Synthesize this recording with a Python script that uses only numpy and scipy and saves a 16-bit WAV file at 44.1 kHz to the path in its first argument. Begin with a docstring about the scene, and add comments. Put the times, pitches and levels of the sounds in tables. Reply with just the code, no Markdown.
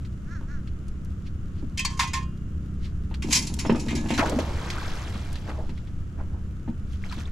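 """An anchor and its chain, thrown by a man from the bow of a small fibreglass boat, plunge into calm water.
The chain clanks on the flukes and jingles in flight as rattling contacts ring the steel; feet and line
thump the hollow deck. The splash is clouds of ringing bubbles, then spray raining back, and at the end
the lifted line flicks the water. Behind it the outboard's firing harmonics hum at idle over a low
rumble and the hiss of the bay, and a crow caws twice far off."""
import sys
import numpy as np
from scipy import signal
from scipy.fft import rfft, irfft, next_fast_len
from scipy.io import wavfile
from scipy.ndimage import map_coordinates

SR = 44100
rng = np.random.default_rng(int(sys.argv[2]) if len(sys.argv) > 2 else 0)


def int16_out(signal):
    """Quantize to a 16-bit WAV file."""
    q = np.round(np.clip(np.atleast_2d(signal).T, -1, 1) * 32767)
    wavfile.write(sys.argv[1], SR, q.astype(np.int16))


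N = 322371
TIME = np.arange(N) / SR
THROW_S, PLUNGE_S = 3.22, 4.177


def from_db(db):
    return 10 ** (np.asarray(db) / 20)


def rms_one(x):
    return x / np.sqrt(np.mean(x ** 2) + 1e-20)


def at_hz(points, hz):
    """A spectrum read on a log-frequency axis."""
    points_hz, points_db = np.transpose(points)
    return np.interp(np.log(hz + 1e-9), np.log(points_hz), points_db)


def band(x, low_hz, high_hz, order=3):
    """Causal band-pass."""
    sos = signal.butter(order, [low_hz, min(high_hz, .45 * SR)], "band", fs=SR, output="sos")
    return signal.sosfilt(sos, x + 1e-18)


def coloured(x, spectrum):
    """Shapes x with an EQ curve; rms 1."""
    size = next_fast_len(x.shape[-1])
    gain = from_db(at_hz(spectrum, np.arange(size // 2 + 1) * SR / size))
    gain[0] = 0
    return rms_one(irfft(rfft(x, size) * gain, size)[..., :x.shape[-1]])


def drift(rate_hz):
    """Smooth random wandering; rms 1."""
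    pole = np.exp(-80 * np.pi * rate_hz / SR)
    noise = rng.standard_normal(N // 40 + 2002)
    slow = signal.lfilter([1], [1, -2 * pole, pole * pole], noise)[2000:]
    return np.interp(np.arange(N) / 40, np.arange(len(slow)), rms_one(slow))


def swell(peak_s, attack_s, release_s, hold_s=0):
    """An envelope that grows to 1, holds and dies away."""
    before = np.maximum(peak_s - TIME, 0) / attack_s
    after = np.maximum(TIME - peak_s - hold_s, 0) / release_s
    return np.exp(-np.minimum(before + after, 20))


def add(track, start_s, sound):
    """Mixes a sound into a track."""
    start = max(round(start_s * SR), 0)
    track[start:start + len(sound)] += sound[:N - start]


def grains(per_s, spread_db, size):
    """Random clicks of uneven strength."""
    strength = from_db(spread_db * np.minimum(rng.exponential(1, size), 4.5))
    return strength * rng.choice([-1, 1], size) * (rng.random(size) < per_s / SR)


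def voiced(sound, edges_hz, levels_db):
    """Balances a hit's bands by the level of their first 20 ms."""
    parts = [band(sound, low, high) for low, high in zip(edges_hz, edges_hz[1:])]
    return sum((-1) ** k * from_db(db) * part / (np.std(part[:SR // 50]) + 1e-12)
               for k, (part, db) in enumerate(zip(parts, levels_db)))


def ringing(modes):
    """One dying sine for each mode."""
    t = TIME[:SR // 2]
    hz, mode_db, t60_s = np.transpose(modes)[:, :, None]
    return from_db(mode_db - 60 * t / t60_s) * np.sin(2 * np.pi * hz * t)


def struck(rings, favour_db):
    """Each blow shares its force among the modes in its own way; all its contacts ring them alike."""
    shares = from_db(favour_db + rng.normal(0, 0.87, len(rings))) * rng.choice([-1, 1], len(rings))
    body = shares @ rings
    return body / np.std(body[:SR // 100])


def push_db(contacts, hz):
    """How hard a rattle drives each frequency; evening this out lets a body keep its tone on every blow."""
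    push = np.abs(rfft(contacts))[np.round(hz * len(contacts) / SR).astype(int)]
    return 20 * np.log10(push / np.linalg.norm(contacts) + .2)


def blows(rows, modes, edges_hz, bounces_per_s, bounce_db, crack_db, crack_t60_s, attack_s,
          held_until_s=0):
    """Each blow is a contact and a dying rattle that ring the modes, over a short crack."""
    t, out = TIME[:SR // 2], np.zeros(N)
    rings, mode_hz = ringing(modes), np.array(modes)[:, 0]
    for start_s, *levels_db, rattle_s, spot_hz, spot_db in rows:
        favour_db = spot_db * np.exp(-((mode_hz - spot_hz) / 18) ** 2)   # the spot hit favours a mode
        crack = band(rng.standard_normal(len(t)), 180, 7600, order=1)
        crack *= from_db(crack_db - 60 * t / crack_t60_s)
        contacts = from_db(bounce_db) * grains(bounces_per_s, 1.0, len(t)) * np.exp(-t / rattle_s)
        contacts[0] = 2   # the first touch is the hardest
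        body = struck(rings, favour_db - push_db(contacts, mode_hz))
        if start_s < held_until_s:
            body *= from_db(-130 * t)   # damped while bunched in the hand
        sound = signal.fftconvolve(body + crack, contacts)[:len(t)] * (1 - np.exp(-t / attack_s))
        add(out, start_s, voiced(sound, edges_hz, levels_db))
    return out


def wide(spectrum, side_db):
    """Steady stereo noise from a mid and a side signal."""
    mid, side = coloured(rng.standard_normal((2, N)), spectrum)
    return mid + from_db(side_db) * side * [[1], [-1]]


def placed(x, left_lag_ms, scatter_db):
    """A source near the centre, with reflections from deck and water that differ between the ears."""
    t = TIME[:SR // 10]
    scatter = band(rng.standard_normal(len(t)), 870, 9700, order=1) * np.exp(-t / 0.0082)
    side = from_db(scatter_db) * signal.fftconvolve(x, scatter / np.linalg.norm(scatter))[:N]
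    left = map_coordinates(x, [np.arange(N) - left_lag_ms * SR / 1000], order=3)
    return np.array([left, x]) + side * [[1], [-1]]


# EQ of the low bed: freq_hz, gain_db
RUMBLE_EQ = [(12, 1.5), (22, -4.5), (45, -13.5), (69, -3), (90, -4.5), (115, -12.5), (170, -18.5),
             (260, -24), (340, -31), (450, -38), (700, -50)]
# EQ of the airy bed: freq_hz, gain_db
HISS_EQ = [(260, -4.5), (450, -2), (723, -6.5), (814, -16.5), (1310, -1), (1860, -11.5), (2620, -15.5),
           (2820, -13), (4210, -25), (6970, -19), (8570, -28), (12400, -31.5), (15500, -71)]
def bay():
    """The low rumble of hull and air under the far hiss of the bay."""
    rumble = from_db(-30.5) * band(wide(RUMBLE_EQ, side_db=-17), 6.9, 950, order=2)
    hiss = from_db(-58.5) * wide(HISS_EQ, side_db=-1.5)
    return rumble + hiss


# Tone of the idle: harmonic_number, gain_db
IDLE_HARMONICS = [(2, 1), (3, -27.5), (4, -3.5), (5, -4), (6, -3.5), (7, -11), (9, -14.5), (10, -21.5),
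                  (11, -18.5), (12, -30), (13, -27), (15, -31)]
# Fader ride on the hum: time_s, level_db
IDLE_FADER = [(0, -38), (1.2, -38.5), (2.0, -35.5), (3.8, -33.5), (5.0, -39), (7.3, -41)]
def outboard(firing_hz=32.01):
    """Firing harmonics at a nearly steady idle, each wavering in strength."""
    phase = 2 * np.pi * np.cumsum(firing_hz * (1 + 0.00193 * drift(1.6))) / SR
    hum = sum(from_db(db + 1.5 * drift(2.25)) * np.sin(k * phase + rng.uniform(0, 2 * np.pi))
              for k, db in IDLE_HARMONICS)
    return from_db(np.interp(TIME, *np.transpose(IDLE_FADER))) * rms_one(hum)


# Nasal formants of the throat: freq_hz, gain_db
THROAT_EQ = [(600, -36), (1050, -16), (1400, -1), (1680, -2), (2100, -17), (2900, -32), (3700, -30),
             (4350, -23), (4900, -34), (5550, -20), (5950, -27), (6400, -21), (8000, -42)]
# Caws, sagging either side of the peak: peak_s, top_pitch_hz, gain_db, sag_octaves, release_s
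CAW_CUES = [(0.332, 350, -44.5, .32, .064), (.53, 292.6, -46.5, .17, .057)]
def crow(attack_s=0.048):
    """Two arched notes: rough harmonics slide through throat resonances and echo off the bridge."""
    call, out = np.zeros(SR), np.zeros(N)
    for peak_s, top_hz, gain_db, sag_octaves, release_s in CAW_CUES:
        t = TIME[:SR] - peak_s
        arch = np.minimum(np.abs(t) / release_s, 2) ** 1.3
        jitter = 1 + .012 * drift(100)[:SR]
        pitch_hz = top_hz * 2 ** (-sag_octaves * arch) * jitter
        phase = 2 * np.pi * np.cumsum(pitch_hz) / SR
        note = sum(from_db(at_hz(THROAT_EQ, k * pitch_hz)) * np.sin(k * phase + rng.uniform(0, 2 * np.pi))
                   for k in range(2, 27))
        rasp_db = 2.2 * drift(76)[:SR]
        envelope = np.exp(-(t / np.where(t < 0, attack_s, release_s)) ** 2)
        call += note * from_db(gain_db + rasp_db) * envelope
    add(out, 0, call)
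    add(out, .065, from_db(-18) * band(call, 1100, 1740))
    return out


# Rope swishes on the gather and the backswing: peak_s, level_db, swell_s
SLIDE_CUES = [(1.272, -51.5, 0.012), (1.59, -59, 0.027), (2.853, -48, .022)]
def rope_slide(band_hz=(1700, 5000)):
    """Brief hisses of rope through the palm, and faint uneven rustling of its fibres."""
    hiss = rms_one(band(rng.standard_normal(N), *band_hz, order=2))
    fibres = rms_one(band(grains(per_s=700, spread_db=4.5, size=N), *band_hz, order=1))
    grip = sum(from_db(db) * swell(peak_s, swell_s, swell_s) for peak_s, db, swell_s in SLIDE_CUES)
    return grip * hiss + from_db(-71.5 + drift(9.6)) * fibres


# Spot ticks of line, links and drops: start_s, level_db, centre_hz
TICK_CUES = [(0.049, -48.5, 2360), (0.673, -48.5, 2480), (0.882, -49.5, 5170), (1.048, -54, 6900),
             (3.142, -38.5, 2690), (3.54, -32, 5640), (4.296, -31, 5340), (4.702, -29.5, 3040),
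             (5.328, -41, 6300), (5.356, -38, 2510), (5.693, -45, 2160), (5.776, -48, 2280),
             (5.873, -52.5, 2060)]
def ticks(decay_cycles=26):
    """Tiny dry contacts, each a broad band of noise; the higher ones are shorter."""
    t, out = TIME[:SR // 10], np.zeros(N)
    for start_s, level_db, hz in TICK_CUES:
        noise = rms_one(band(rng.standard_normal(len(t)), hz / np.sqrt(3), hz * np.sqrt(3), order=2))
        add(out, start_s, from_db(level_db) * noise * np.exp(-t * hz / decay_cycles))
    return out


def line_bumps(count, growth_db_per_s=14.5):
    """Thump cues for loops of line crossing the bow unevenly, harder as the line gathers speed."""
    offset, strength = rng.uniform(-.5, .5, (count, 2)).T
    after_s = (np.arange(count) + .5 + .5 * offset) / count * (PLUNGE_S - THROW_S)
    boom_db = -45 + growth_db_per_s * after_s + 4 * strength
    return [(THROW_S + s, db, -16, 0, 0) for s, db in zip(after_s, boom_db)]


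# Ring of the foredeck panels: pitch_hz, gain_db, t60_s
PANEL_MODES = [(140.3, 3, 0.11), (216, 0, 0.16), (238, 1, 0.15), (295.7, 3, 0.08), (347.5, -5, 0.06),
               (408.5, -14, 0.08), (530, -6, 0.045), (660, -1, 0.024), (783, -7, 0.03), (915, 5, 0.024),
               (1250, -9, 0.041), (1706, -4, 0.015)]
# Thumps of feet and coils of line: start_s, boom_db, knock_above_boom_db, panel_hz
THUMP_CUES = [(0.409, -47.5, -8.5, 347), (1.624, -36, -28, 296), (3.11, -46.5, -4, 140),
              (3.243, -32.5, -24, 296), (3.283, -32, -20, 296), (3.515, -36, -31, 140),
              (3.648, -34, -1, 296), (3.694, -19.5, -8.5, 238), (3.746, -27.5, -10, 296),
              (3.789, -37.5, -26, 296), (3.864, -30.5, -20, 216), (3.925, -30.5, -15.5, 140),
              (4.055, -32.5, -11, 296), (4.103, -28, -6.5, 238), (5.145, -37.5, -19, 216),
              (5.691, -38, -18, 238), (6.676, -31.5, -18.5, 236), (7.17, -38.5, -21, 216)]
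def deck(panel_boost_db=3.5, thump_scuff_s=0.022, bump_scuff_s=0.072):
    """Soft blows on the hollow foredeck; harder ones add a knock and a tap to the boom."""
    hits = [(*cue, panel_boost_db, thump_scuff_s) for cue in THUMP_CUES]
    hits += [(*cue, bump_scuff_s) for cue in line_bumps(count=12)]
    rows = []
    for start_s, boom_db, hardness_db, *spot, scuff_s in hits:
        knock_db = boom_db + hardness_db
        tap_db = knock_db - 7.5
        rows.append((start_s, boom_db, knock_db, tap_db, scuff_s, *spot))
    thumps = blows(rows, PANEL_MODES, (140, 450, 1200, 3500), bounces_per_s=600, bounce_db=-5.5,
                   crack_db=-6, crack_t60_s=0.08, attack_s=.002)
    return from_db(2.0) * thumps


# EQ of splashing water: freq_hz, gain_db
WATER_EQ = [(200, 31.5), (400, 12), (900, 8.5), (2000, -9.5), (3200, -19), (6500, -26.5), (9000, -35),
            (12500, -39), (15500, -49)]
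def bubbling(per_s, spread_db, cycles, hiss_db, size):
    """Bubbles of all sizes, each ringing a few cycles, over the hiss of those too small to tell apart."""
    clicks, out = grains(per_s, spread_db, size), np.zeros(size)
    size_class = rng.integers(0, 36, size)
    for k, hz in enumerate(np.geomspace(280, 13000, 36)):
        pole = from_db(-60 * hz / (cycles * SR))
        resonator = [1, -2 * pole * np.cos(2 * np.pi * hz / SR), pole * pole]
        ring = signal.lfilter([1, 0, -1], resonator, clicks * (size_class == k) + 1e-18)
        out += np.sqrt(hz) * rms_one(ring)
    return coloured(rms_one(out) + from_db(hiss_db) * rng.standard_normal(size), WATER_EQ)


def patter(envelopes, from_s, drops_per_s, spread_db):
    """Drops fall on the water; large bubbles, small bubbles and fizz each follow their own envelope."""
    start = round(from_s * SR)
    end = min(start + 5 * SR // 2, N)
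    drops = bubbling(drops_per_s, spread_db, cycles=16, hiss_db=-4, size=end - start)
    edges_hz, out = (330, 1200, 3000, 15000), np.zeros(N)
    for k, envelope in enumerate(envelopes):
        register = rms_one(band(drops, edges_hz[k], edges_hz[k + 1]))
        out[start:end] += (-1) ** k * envelope[start:end] * register
    return out


# Small splashes, bow wash, then the lifted line: peak_s, gain_db, brightness_db_per_band, swell_s
WASH_CUES = [(5.16, -48.5, -5, 0.011), (5.497, -43.5, -6.5, 0.021), (5.597, -58.5, -18.5, 0.037),
             (6.206, -54, -11, 0.021), (6.35, -66.5, -15, 0.041), (6.934, -69, 13, 0.034),
             (7.06, -54.5, -0.5, 0.03), (7.127, -51, 4.5, 0.018), (7.204, -50, 4, 0.026),
             (7.277, -52.5, -4.5, 0.012)]
def washes():
    """Each small splash swells and sinks; dull ones are mostly large bubbles, bright ones mostly fizz."""
    tilt = np.array([-1, 0, 1])
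    envelopes = sum(np.outer(from_db(db + bright_db * tilt), swell(peak_s, swell_s, swell_s))
                    for peak_s, db, bright_db, swell_s in WASH_CUES)
    return from_db(1.5) * patter(envelopes, WASH_CUES[0][0] - .1, drops_per_s=1900, spread_db=2.0)


def bubble(hz, level_db, t60_s, rise_octaves):
    """A bubble's note rises as it nears the surface, by rise_octaves in half its t60."""
    t = TIME[:round(min(t60_s, .2) * SR)]
    turns = np.cumsum(hz * 2 ** (rise_octaves * 2 * t / t60_s)) / SR
    return from_db(level_db - 60 * t / t60_s) * (1 - np.exp(-turns)) * np.sin(2 * np.pi * turns)


# Solo bubbles: start_s, pitch_hz, level_db, t60_s, rise_octaves
PLOP_CUES = [(4.361, 223, -11, 0.097, 0.45), (4.387, 537, -8, 0.025, 0.44), (4.782, 1380, -23, 0.023, 0.29),
             (5.588, 590, -27.5, 0.048, 0.25), (7.038, 1810, -27.5, 0.018, 0.95),
             (7.097, 3970, -35.5, 0.019, .2), (7.112, 1250, -30.5, 0.028, 0.12),
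             (7.125, 970, -33.5, 0.062, 0.17), (7.255, 3407, -38, .025, 0.44)]
def plops():
    """The few bubbles that ring out alone."""
    out = np.zeros(N)
    for start_s, *note in PLOP_CUES:
        add(out, start_s, bubble(*note))
    return out


# Gurgles from the anchor's cavity, the falling spray and the wash:
# start_s, length_s, bubbles_per_s, first_pitch_hz, last_pitch_hz, level_db
GURGLE_CUES = [(4.187, 0.041, 680, 2040, 1550, -24.5), (4.196, 0.052, 380, 843, 690, -22.5),
               (4.23, 0.04, 430, 1240, 1150, -30.5), (4.278, 0.075, 173, 606, 333, -28),
               (4.415, 0.097, 195, 735, 703, -34.5), (4.55, 0.48, 170, 1380, 1510, -36.5),
               (4.951, 0.59, 70, 2200, 1670, -45.5), (5.479, 0.15, 150, 750, 850, -47)]
def gurgles(max_bubbles=120, spread_octaves=.55, uneven_db=7, ring_cycles=32, rise_octaves=.12):
    """Bubble swarms swell and sink; their pitch falls where trapped air comes in ever larger pockets."""
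    out = np.zeros(N)
    for start_s, length_s, per_s, first_hz, last_hz, swarm_db in GURGLE_CUES:
        offset, detune, strength, rise = rng.uniform(-1, 1, (max_bubbles, 4)).T
        progress = (np.arange(max_bubbles) + 1 + offset) / (per_s * length_s)
        hz = first_hz * (last_hz / first_hz) ** progress * 2 ** (spread_octaves * detune)
        for k in np.flatnonzero(progress < 1):
            arch_db = 10 * np.log10(np.sin(np.pi * progress[k]) + 1e-3)
            level_db = swarm_db + uneven_db * strength[k] + arch_db
            note = bubble(hz[k], level_db, ring_cycles / hz[k], rise_octaves * (1 + rise[k]))
            add(out, start_s + length_s * progress[k], note)
    return out


# Spray around its main landing; rows are large bubbles, small bubbles and fizz:
# landing_db, rise_db_per_s, loss_after_one_s_db
SPRAY_ENVELOPES = [(-42.5, -7, 18), (-43.5, 18, 45), (-43.5, 13.5, 20)]
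def spray(flight_s=0.58, churn_db=(-32.5, -50, -43)):
    """The churned water settles while the thrown-up drops rain back, then thin out ever faster."""
    late_s = TIME - PLUNGE_S - flight_s
    before_s, after_s = np.maximum(-late_s, 0), np.maximum(late_s, 0)
    shape = dict(peak_s=PLUNGE_S + 0.052, attack_s=0.0075, release_s=0.15)
    churn, raining = swell(**shape), swell(**shape, hold_s=2.17)
    envelopes = []
    for (landing_db, rise_db_per_s, loss_db), db in zip(SPRAY_ENVELOPES, churn_db):
        rain = raining * from_db(landing_db - rise_db_per_s * before_s - loss_db * after_s ** 1.52)
        envelopes.append(np.hypot(rain, from_db(db) * churn))
    return from_db(-1.0) * patter(envelopes, PLUNGE_S, drops_per_s=3200, spread_db=1.3)


# EQ of the steel's shimmer: freq_hz, gain_db
STEEL_EQ = [(700, -6), (1400, -5.5), (2200, 15), (3300, 10), (5200, 15.5), (7500, 15), (8600, 4.5),
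            (10500, 5.5), (13000, -5), (15500, -48)]
def overtones(gain_db, t60_at_4khz_s, count):
    """Dense, unevenly spaced modes of steel plates and links; the higher ones die sooner."""
    offset, damping = rng.uniform(-0.98, 1, (count, 2)).T
    hz = np.linspace(850, 15000, count) + offset * 14000 / count
    t60_s = t60_at_4khz_s * (4000 / hz) ** 0.4 * 2 ** (.5 * damping)
    return np.column_stack([hz, gain_db + at_hz(STEEL_EQ, hz), t60_s])


def chain_rustle(modes, links=8, growth_db_per_s=9.5):
    """The bundle whips out of the hand, then light touches grow as more of the chain is in the air."""
    whip = from_db(-26) * swell(3.332, attack_s=0.016, release_s=0.034, hold_s=0.042)
    airborne = swell(THROW_S, attack_s=.01, release_s=0.034, hold_s=PLUNGE_S - THROW_S)
    flight = from_db(-57 + growth_db_per_s * (TIME - THROW_S)) * airborne
    force = (whip + flight)[round(THROW_S * SR):][:3 * SR // 2]
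    rings, out = ringing(modes)[:, :SR // 10], np.zeros(N)
    for _ in range(links):
        damped = struck(rings, 0) * np.exp(-TIME[:SR // 10] / 0.012)   # neighbours damp each other
        touches = rms_one(grains(per_s=220, spread_db=4.2, size=len(force))) * force
        add(out, THROW_S, signal.fftconvolve(touches, damped / np.linalg.norm(damped)))
    return out


# Ring of chain and shackle: pitch_hz, gain_db, t60_s
LINK_MODES = [(1046, -12, .7), (1684, -8, .8), (1890, -5, .2), (2115, -7, .5), (2170, -8, .3),
              (2475, -9, .35), (2535, -7, .5), (2780, -7, .3), (3273, -4, .22), (3725, -2, .4),
              (4087, 6, .19), (4430, -6, .3), (4620, -4, .22), (5345, -1, .4), (5438, 4, .17),
              (5895, -4, .22), (6400, -6, .35), (6730, -1, .4), (6907, -2, .3), (7235, -2, .28),
              (7440, -1, .2), (9690, 0, .25)]
# Jingles as the chain runs out: start_s, gain_db, extra_treble_db, accent_hz, accent_db
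JINGLE_CUES = [(3.221, -40, -2, 2780, 6), (3.305, -36, 0, 3273, 8), (3.324, -29.5, 10, 4087, 11),
               (3.351, -32, 10.5, 5438, 9), (3.421, -50, 12, 7235, 9), (3.468, -50, 14, 6400, 9),
               (3.588, -40, 7, 6730, 7), (3.66, -53, 8, 5345, 18), (3.755, -48, 0, 2535, 15),
               (3.795, -52, 12, 6907, 9), (3.882, -37, -9, 1890, 10), (3.905, -40, -8, 2115, 9),
               (3.951, -44, 7, 6730, 7), (3.975, -44, -10, 1684, 17), (4.085, -41, -9, 2780, 18),
               (4.103, -36, -6, 2170, 12), (4.136, -38, -2, 4087, 9)]
def chain(bass_db=-7.5):
    """Light links snap together in the air, over their rustle; harder snaps rattle longer."""
    modes = np.vstack([LINK_MODES, overtones(gain_db=-9.5, t60_at_4khz_s=.11, count=150)])
    rows = []
    for start_s, db, treble_db, *accent in JINGLE_CUES:
        rattle_s = .012 * 2 ** ((db + 40) / 12)
        rows.append((start_s, db + bass_db, db, db + treble_db, rattle_s, *accent))
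    snaps = blows(rows, modes, (700, 1500, 3800, 14000), bounces_per_s=750, bounce_db=-3,
                  crack_db=-7, crack_t60_s=.028, attack_s=.0028, held_until_s=3.4)
    return from_db(-1.0) * snaps + from_db(-9.5) * chain_rustle(modes)


# Ring of flukes and stock: pitch_hz, gain_db, t60_s
FLUKE_MODES = [(940, 3, .12), (1057, 9, .23), (1073, 0, .2), (1717, 0, .26), (1828, 1, .22), (2009, 0, .32),
               (2155, 7, .12), (2295, 3, .14), (2488, 0, .32), (2555, 5, .12), (2815, -11, 1.0),
               (3143, -2.5, .38), (3359, -3, .25), (3545, -1, .22), (3957, -5, .3), (4498, 7, .15),
               (4877, -5, .35), (5240, 2, .15), (5540, 1, .12), (5878, -1, .26), (6142, -2, .24),
               (6363, -2, .3), (6700, 0, .18), (7360, 0, .15), (7830, -2, .2), (9330, -6, .22)]
# Clanks of chain on anchor: start_s, low_db, mid_db, high_db, rattle_s, accent_hz, accent_db
CLANK_CUES = [(1.774, -68, -34, -34, 0.0062, 3143, 15), (1.792, -49, -27.5, -32.5, 0.0089, 2555, 17.5),
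              (1.848, -32, -32.5, -27, 0.0049, 4498, 10.5), (1.9, -43, -53, -48, 0.04, 1057, -3),
              (1.972, -49, -54, -47, 0.016, 7380, 6), (1.992, -22.5, -26, -28, 0.018, 1057, -2.5),
              (2.026, -32.5, -37, -40.5, 0.03, 2488, 11), (2.073, -57, -50, -43.5, 0.0045, 6700, 6),
              (2.133, -32, -32.5, -32.5, 0.018, 1828, 8.5), (2.169, -40.5, -42, -56, 0.0063, 2815, 1),
              (2.203, -47, -71, -61, 0.016, 5878, 1), (2.224, -67, -56, -56, 0.006, 6700, 4)]
def anchor():
    """The chain swings against the flukes and rings the steel."""
    modes = np.vstack([FLUKE_MODES, overtones(gain_db=-9.5, t60_at_4khz_s=.09, count=170)])
    clanks = blows(CLANK_CUES, modes, (740, 1500, 4000, 12500), bounces_per_s=750, bounce_db=-3.5,
                   crack_db=-3, crack_t60_s=0.022, attack_s=.003)
    return from_db(-1.16) * clanks


# Anchor and chain hit the water: start_s, large_bubbles_db, small_bubbles_db, fizz_db, decay_s
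SLAP_CUES = [(4.176, -30, -31, -31, 0.023), (4.188, -20.5, -25, -33, 0.015), (4.255, -28, -36, -39, 0.04),
             (4.322, -26, -50, -53, 0.015), (4.387, -27, -46, -37.5, 0.025)]
def plunge():
    """Each slap on the surface drives under a cloud of bubbles that dies away."""
    t, out = TIME[:SR // 2], np.zeros(N)
    for start_s, *levels_db, decay_s in SLAP_CUES:
        cloud = bubbling(per_s=4900, spread_db=3.0, cycles=15, hiss_db=-4.5, size=len(t))
        envelope = (1 - np.exp(-t / .002)) * np.exp(-t / decay_s)
        add(out, start_s, voiced(cloud * envelope, (230, 1200, 3000, 15000), levels_db))
    return from_db(-1.5) * out


def scene():
    """Deck sounds and crow, with the flying chain and the water a touch right, over outboard and bay."""
    deck_and_crow = anchor() + deck() + ticks() + rope_slide() + crow()
    around = placed(deck_and_crow, left_lag_ms=0.0095, scatter_db=-10.5)
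    water = plunge() + plops() + gurgles() + spray() + washes()
    ahead = placed(chain(), left_lag_ms=0.0041, scatter_db=-9.0)
    ahead += placed(water, left_lag_ms=0.0051, scatter_db=-8.5)
    return around + ahead * from_db([[-.4], [.4]]) + bay() + outboard()


def record(dry, cutoff_hz=15450):
    """A steep low-pass takes off the very top."""
    return signal.sosfilt(signal.ellip(10, .1, 80, cutoff_hz, fs=SR, output="sos"), dry)


dry = scene()
out = record(dry)
int16_out(out)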